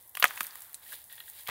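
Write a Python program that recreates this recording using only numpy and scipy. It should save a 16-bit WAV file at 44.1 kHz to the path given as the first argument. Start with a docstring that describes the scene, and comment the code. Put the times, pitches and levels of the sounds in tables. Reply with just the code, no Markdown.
"""A quiet grove, the microphone close to the crown of a date palm where someone is working.
First a woody stalk gives way, near centre, in a quick run of cracks: fibres tear and the wood rings.
Dry leaflets snap and tick with it, then keep rustling while the stalks rub and tap on each other.
At the end another crunch begins, and a stalk knocks on the trunk."""
import sys
import numpy as np
from scipy import signal
from scipy.fft import rfft, irfft
from scipy.io import wavfile

SR = 44100
rng = np.random.default_rng(int(sys.argv[2]) if len(sys.argv) > 2 else 0)


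def transcribe(u):
    """Save the signal u as a 16-bit wav file named by the first command-line argument.

    u: samples, shape (n,) or (channels, n), limited to [-1, 1]; the rate is SR.
    q: integer samples, one column per channel.
    """
    v = np.clip(np.atleast_2d(u).T, -1, 1)
    q = np.round(v * 32767).astype(np.int16)
    wavfile.write(sys.argv[1], SR, q)


N = 66150


def stalk_cracks():
    """Each break thumps at its own pitch and sets the stalk ringing; the trunk takes the recoil."""
    # breaks in the stalk: t/s, level/dB, pitch/Hz, splintering time/ms, low cut/Hz, ring/cycles
    cracks = [(0.1518, -34.5, 2870, 0.48, 840, 11), (.1720, -28, 2320, 1.3, 455, 9),
              (.1990, -37.5, 2020, 5.1, 600, 3), (0.2250, -19.5, 2670, 0.42, 650, 8.5),
              (0.2264, -15, 2836, 0.83, 596, 11), (0.2280, -25.5, 900, 1.6, 306, 0.78),
              (0.2335, -24, 2640, 1.2, 798, 6.6), (0.2409, -22.5, 2100, 0.35, 1034, 2.4),
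              (0.2417, -7, 1510, 0.13, 964, 11), (0.2444, -14.5, 1160, 0.59, 110, 5.6),
              (0.2477, -27, 1400, 0.68, 369, 3), (0.2546, -21, 2900, 0.37, 900, 5),
              (0.2549, -22.5, 1200, 0.68, 900, 5.7), (0.2611, -35, 1307, 0.55, 200, 5),
              (0.3084, -31, 1560, 0.22, 755, 3.3), (0.3742, -31.5, 2450, 2.2, 810, 8.6),
              (0.4066, -35, 3200, 1.3, 1200, 2.5), (0.4077, -22, 1930, 0.3, 1010, 7.2),
              (0.4092, -36, 1320, 1.8, 120, 2.9), (0.4485, -40.5, 1930, 0.59, 1030, 6.3),
              (0.5555, -42, 1890, 1.9, 690, 1.3), (.7441, -38.5, 4000, 0.24, 3290, 19),
              (0.922, -39, 1640, 1, 1200, 39), (0.9292, -39, 1690, 2.1, 1130, 45),
              (1.4686, -39.5, 2100, 2.6, 2000, 5), (1.4740, -36, 3600, .8, 2200, 4),
              (1.4828, -39, 1800, 1.2, 450, 2), (1.4855, -34, 2300, 0.63, 450, 1.5),
              (1.4894, -30, 950, 0.64, 150, 9), (1.4902, -31, 2900, 0.22, 1200, 5.5),
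              (1.4915, -35, 1500, 0.23, 504, 2.2), (1.4958, -37, 2000, 0.89, 200, 6),
              (1.4978, -31.5, 1880, .35, 400, 5.7)]
    # the stalk's resonances: f/Hz, level/dB, t60/s
    modes = [(110, -13.5, 0.0417), (183, -1.5, 0.029), (331, -4, 0.034), (472, -11, 0.065),
             (594, -6.5, 0.012), (784, -5, 0.037), (1130, -2, 0.017), (1239, -1.5, 0.035),
             (1446, -8.5, .03), (1659, 4.5, 0.013), (1923, 3, 0.014), (2280, -3, 0.011),
             (2510, -8.5, 0.019), (3138, -5.5, 0.013)]
    spread_db, detune = 2.5, 0.016  # each break lies elsewhere on the stalk and rings a little differently
    radiation_hz = 1200  # a narrow stalk radiates poorly below this
    out = np.zeros(N)
    for s, db, hz, ms, low_hz, cycles in cracks:
        force = fracture(ms, splinter_db=1.5 + 10 * np.log10(ms))
        thump = ring(force, hz, cycles / hz)
        thump += from_db(-24) * ring(force, 1.9 * hz, cycles / hz)  # second bending mode
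        body = 0
        for mode_hz, mode_db, t60 in modes:
            gain = from_db(mode_db + spread_db * rng.standard_normal())
            body += gain * ring(force, mode_hz * (1 + detune * rng.standard_normal()), t60)
        wood = cut(thump + from_db(-16.5) * body, 1.94 * hz, "low", order=3)  # the wood dulls the crack
        edge = from_db(-11) * cut(force, 4500, "high")
        crack = cut(wood + edge, low_hz, "high", order=3)  # thin pieces have no bass
        add(out, s, db, cut(crack, radiation_hz, "high", order=1))
        recoil = np.diff(ring(force, hz=218, t60=0.03), prepend=0)
        add(out, s, db - 39, recoil)
    return out


def leaflet_snaps():
    """Dry leaflets break with a thin, bright tick and shiver briefly afterwards."""
    # breaks in the leaflets: t/s, level/dB, pitch/Hz, splintering time/ms, ring/cycles
    snaps = [(0.076, -46, 11700, 1.3, 20), (0.0928, -42.5, 11670, 1.6, 28), (0.1465, -46, 12100, 0.66, 17),
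             (0.1522, -33, 11000, 1.7, 4), (0.1695, -28.5, 12900, 3.5, 4.8), (0.1984, -21, 13500, 3.4, 12),
             (0.227, -25, 7280, 3.7, 1.5), (0.2419, -13.5, 11880, 1.1, 2), (0.2549, -33, 7740, 0.71, 3),
             (0.272, -36, 11000, 1.2, 3.6), (0.2792, -36, 6540, 1.52, 13), (0.3065, -41, 12000, 1.4, 8),
             (0.335, -44, 12000, 1.9, 5.3), (0.3582, -40, 11200, 1.3, 4.5), (0.376, -42, 6940, 0.79, 4.7),
             (0.4059, -22, 11200, 2.4, 1.8), (0.431, -27.5, 13700, 0.25, 11),
             (0.4468, -39, 12000, 0.7, 5.5), (0.4679, -29.5, 11200, 0.37, 2.2),
             (0.5081, -45, 4700, 0.44, 10), (0.5558, -34, 12400, 0.26, 3.7),
             (0.6052, -40, 12000, 0.97, 4.4), (0.62, -39.5, 9360, 0.78, 10), (0.622, -45, 12000, 0.3, 9.1),
             (0.636, -45, 12600, 0.54, 12), (0.73, -40.5, 13100, 0.66, 7.7), (.7441, -31.5, 8140, 0.4, 3.2),
             (0.7494, -39.5, 10900, 4.3, 4.1), (1.0415, -43.5, 10670, 0.37, 4.2),
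             (1.1268, -38.5, 11950, 0.29, 26), (1.202, -40, 11870, 0.54, 12), (1.2989, -36, 12200, .4, 4.3),
             (1.4731, -32, 12100, 1.1, 9.3), (1.4842, -32, 12000, 5.9, 4.4)]
    shiver_db, shiver_s = -8, 0.0086
    out = np.zeros(N)
    for s, db, hz, ms, cycles in snaps:
        tear = fracture(ms, splinter_db=24)
        t = np.arange(len(tear)) / SR
        shiver = rng.standard_normal(len(t)) * np.exp(-t / shiver_s)
        force = unit(tear) + from_db(shiver_db) * unit(shiver)
        tone = unit(np.diff(ring(force, hz, cycles / hz), prepend=0))
        edge = from_db(-23.5) * force
        add(out, s, db, cut(tone + edge, 3180, "high"))
    return out


def stalk_taps():
    """Two stalks meet in soft, scuffing contacts that all ring with the same few modes."""
    # contacts: t/s, level/dB, contact time/ms
    taps = [(0.863, -46.5, 1.1), (1.098, -48.5, 2.4), (1.12, -48.5, 2.1), (1.131, -44, 2.5),
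            (1.180, -42.5, 2.5), (1.2036, -37, 2), (1.280, -44.5, 2.2)]
    # resonances of the tapped stalks: f/Hz, level/dB, t60/s
    modes = [(1660, -4, 0.015), (1872, -1, 0.051), (2900, -1.5, .004), (3420, 2.5, 0.0074),
             (3760, -4, 0.0074)]
    out = np.zeros(N)
    for s, db, ms in taps:
        force = fracture(ms, splinter_db=1.5)
        tone = sum(from_db(mode_db) * ring(force, hz, t60) for hz, mode_db, t60 in modes)
        thin = cut(tone, 1480, "high", order=4)
        add(out, s, db, cut(thin, 4200, "low", order=6))
    return out


def trunk_bump():
    """The last crunch shoves the stalk against the trunk: a short, dull thud."""
    s, db, hz, t60 = 1.4885, -43, 120, .03
    out = np.zeros(N)
    thud = ring(fracture(ms=1, splinter_db=0), hz, t60)
    add(out, s, db, cut(thud, hz / 2, "high"))
    return out


def leaflet_rustle():
    """Leaflets brush each other with a fine, bright grain."""
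    # strength of the brushing: t/s, level/dB
    brushing = [(0, -52), (.13, -56), (.19, -54), (.215, -42.5), (.26, -42.5), (.32, -46.5), (.42, -40.5),
                (.50, -49), (.60, -46), (.70, -50), (.80, -55), (.93, -40), (1.0, -50.5), (1.07, -51),
                (1.17, -48), (1.24, -51), (1.29, -44.5), (1.33, -49), (1.40, -43.5), (1.46, -50),
                (1.5, -45.5)]
    # spectrum of the rustle: f/Hz, level/dB
    colour = [(2600, -29.5), (3500, -15.5), (5800, -17), (7500, -10.5), (9500, -4), (12000, -3), (16000, 0)]
    friction = grains(per_s=4900, spread_db=5, size=N) + rng.standard_normal(N)
    return level(brushing) * coloured(friction, colour)


def stalk_rub():
    """Stalks rub each other with a coarser, lower grain."""
    # strength of the rubbing: t/s, level/dB
    rubbing = [(0, -66.5), (.14, -81), (.16, -60), (.20, -52), (.28, -48.5), (.33, -54), (.42, -51),
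               (.52, -59), (.58, -57.5), (.68, -66.5), (.815, -67.5), (.833, -55), (.85, -62), (.89, -54),
               (.915, -54), (.935, -44.5), (.96, -55), (1.01, -58), (1.04, -68), (1.09, -72.5),
               (1.105, -56), (1.16, -61.5), (1.21, -56), (1.25, -61.5), (1.33, -60.5), (1.40, -53),
               (1.455, -65), (1.5, -38.5)]
    # spectrum of the rub: f/Hz, level/dB
    colour = [(100, -36.5), (300, -16), (550, -8), (900, -6.5), (1300, -11), (1750, 0.5), (2500, -4),
              (3600, 1.5), (4700, -4), (6000, -14.5), (10000, -10.5)]
    friction = grains(per_s=4000, spread_db=2, size=N) + 0.19 * rng.standard_normal(N)
    return level(rubbing) * coloured(friction, colour)


def reflections(x):
    """Sound comes back off the trunk and the worker's body close by, and off the crowns around."""
    # response of the trunk and body: f/Hz, gain/dB
    near_colour = [(200, 0.5), (1500, -3.5), (5000, -1.5), (12000, 2)]
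    # response of the surrounding crowns: f/Hz, gain/dB
    crown_colour = [(200, 0), (600, 1.5), (1100, -13.5), (1700, -15.5), (3000, 1), (6000, 3), (12000, -3.5)]
    near = from_db(-12) * echoes(x, t60=0.031, colour=near_colour)
    crowns = from_db(-17) * echoes(x, t60=0.34, colour=crown_colour)
    return near + crowns


def far_tail(x, t60=1.55):
    """So many distant leaves scatter the sound that only its energy returns, as a pitchless wash."""
    # spectrum of the distant wash: f/Hz, level/dB
    colour = [(150, -16), (500, -14), (800, 0), (1150, 1.5), (1700, 4), (3000, -12), (8000, -24.5)]
    t = np.arange(N) / SR
    fade = unit(from_db(-60 * t / t60) * (1 - np.exp(-t / .02)))
    energy = np.maximum(signal.fftconvolve(x ** 2, fade ** 2)[:N], 0)
    return np.sqrt(energy) * coloured(rng.standard_normal(N), colour)


def grove_ambience():
    """The grove's faint, steady bed; a trace of low rumble differs between left and right."""
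    # spectrum of the quiet grove: f/Hz, level/dB
    colour = [(25, -9), (50, -11), (80, 3), (130, -3.5), (250, -12), (420, -11), (950, -3), (1400, -16),
              (2000, -8.5), (2700, -30.5), (8000, -29), (16000, -23.5)]
    bed = from_db(-68) * coloured(rng.standard_normal(N), colour)
    rumble = cut(rng.standard_normal(N), 60, "low", order=1)
    side = from_db(-98) * np.sqrt(N) * unit(rumble)
    return np.array([bed + side, bed - side])


def fracture(ms, splinter_db):
    """The force of one break: a click, then a run of tearing fibres that swells and dies."""
    burst_s, rise_s = .08, 0.00047
    t = np.arange(int(burst_s * SR)) / SR
    fade = np.exp(-t * 1000 / ms) * (1 - np.exp(-t / rise_s))
    fibres = grains(per_s=12000, spread_db=1, size=len(t))
    return (t == 0) + from_db(splinter_db) * unit(fibres * fade)


def grains(per_s, spread_db, size):
    """Random clicks of uneven strength."""
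    strength = from_db(spread_db * np.minimum(rng.exponential(1, size), 4))
    return (rng.random(size) < per_s / SR) * strength * rng.standard_normal(size)


def ring(x, hz, t60):
    """One resonance: each click sets a decaying sine ringing."""
    r, w = from_db(-60 / (t60 * SR)), 2 * np.pi * hz / SR
    return signal.lfilter([0, np.sin(w)], [1, -2 * r * np.cos(w), r * r], x + 1e-18)


def echoes(x, t60, colour):
    """Many small reflections that build up and die away."""
    t = np.arange(N) / SR
    fade = from_db(-60 * t / t60) * (1 - np.exp(-t / .004))
    response = unit(rng.standard_normal(N) * fade)
    return filtered(signal.fftconvolve(x, response)[:N], per_bin(colour))


def add(out, s, db, sound):
    """Mixes in a short sound at time s, with the energy of 1.5 ms at an rms level of db."""
    i = min(int(s * SR), N - 1)
    out[i:i + len(sound)] += (from_db(db) * np.sqrt(.0015 * SR) * unit(sound))[:N - i]


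def from_db(db):
    """Decibels to gain."""
    return 10 ** (np.asarray(db) / 20)


def unit(x):
    """Scales to energy 1."""
    return x / np.sqrt(np.sum(x ** 2) + 1e-20)


def level(rows):
    """Gain over time from (t/s, level/dB) points."""
    return from_db(np.interp(np.arange(N) / SR, *np.transpose(rows)))


def per_bin(points):
    """Spreads (f/Hz, level/dB) points over the frequency grid."""
    hz, db = np.transpose(points)
    return np.interp(np.log(np.arange(N // 2 + 1) * SR / N + 1), np.log(hz), db)


def coloured(x, spectrum):
    """Shapes x with a spectrum and scales it to rms 1."""
    return unit(irfft(rfft(x) * from_db(per_bin(spectrum)), N)) * np.sqrt(N)


def cut(x, hz, kind, order=2):
    """High- or low-pass filter."""
    return signal.sosfilt(signal.butter(order, min(hz, .45 * SR), kind, fs=SR, output="sos"), x)


def filtered(x, db):
    """Applies a gain in dB at each frequency."""
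    return irfft(rfft(x, 2 * N) * from_db(np.repeat(db, 2)[:N + 1]))[:N]


def panned(x, balance):
    """Leans a mono sound left or right by frequency."""
    return np.array([filtered(x, side * per_bin(balance) / 2) for side in (1, -1)])


def scene():
    """The palm's crown close up and almost centre, with the grove behind it."""
    # stereo lean of the wood and the echoes: f/Hz, left minus right/dB
    stalk_balance = [(100, -1), (750, 0), (1400, 1.94), (2300, 1.64), (3200, 0), (16000, 0.5)]
    # stereo lean of the snaps and the friction: f/Hz, left minus right/dB
    leaf_balance = [(100, 0.96), (7500, 0), (9300, -4), (11000, 0), (16000, 0)]
    wood = stalk_cracks() + stalk_taps() + trunk_bump()
    snaps = leaflet_snaps()
    space = reflections(wood + snaps) + from_db(-26) * far_tail(wood + snaps)
    friction = leaflet_rustle() + stalk_rub()
    return panned(wood + space, stalk_balance) + panned(snaps + friction, leaf_balance) + grove_ambience()


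def record(dry):
    """A steep low-pass on the microphone signal, 70 dB down from 16.3 kHz."""
    return signal.sosfilt(signal.cheby2(18, 70, 16300, fs=SR, output="sos"), dry)


dry = scene()
out = record(dry)
transcribe(out)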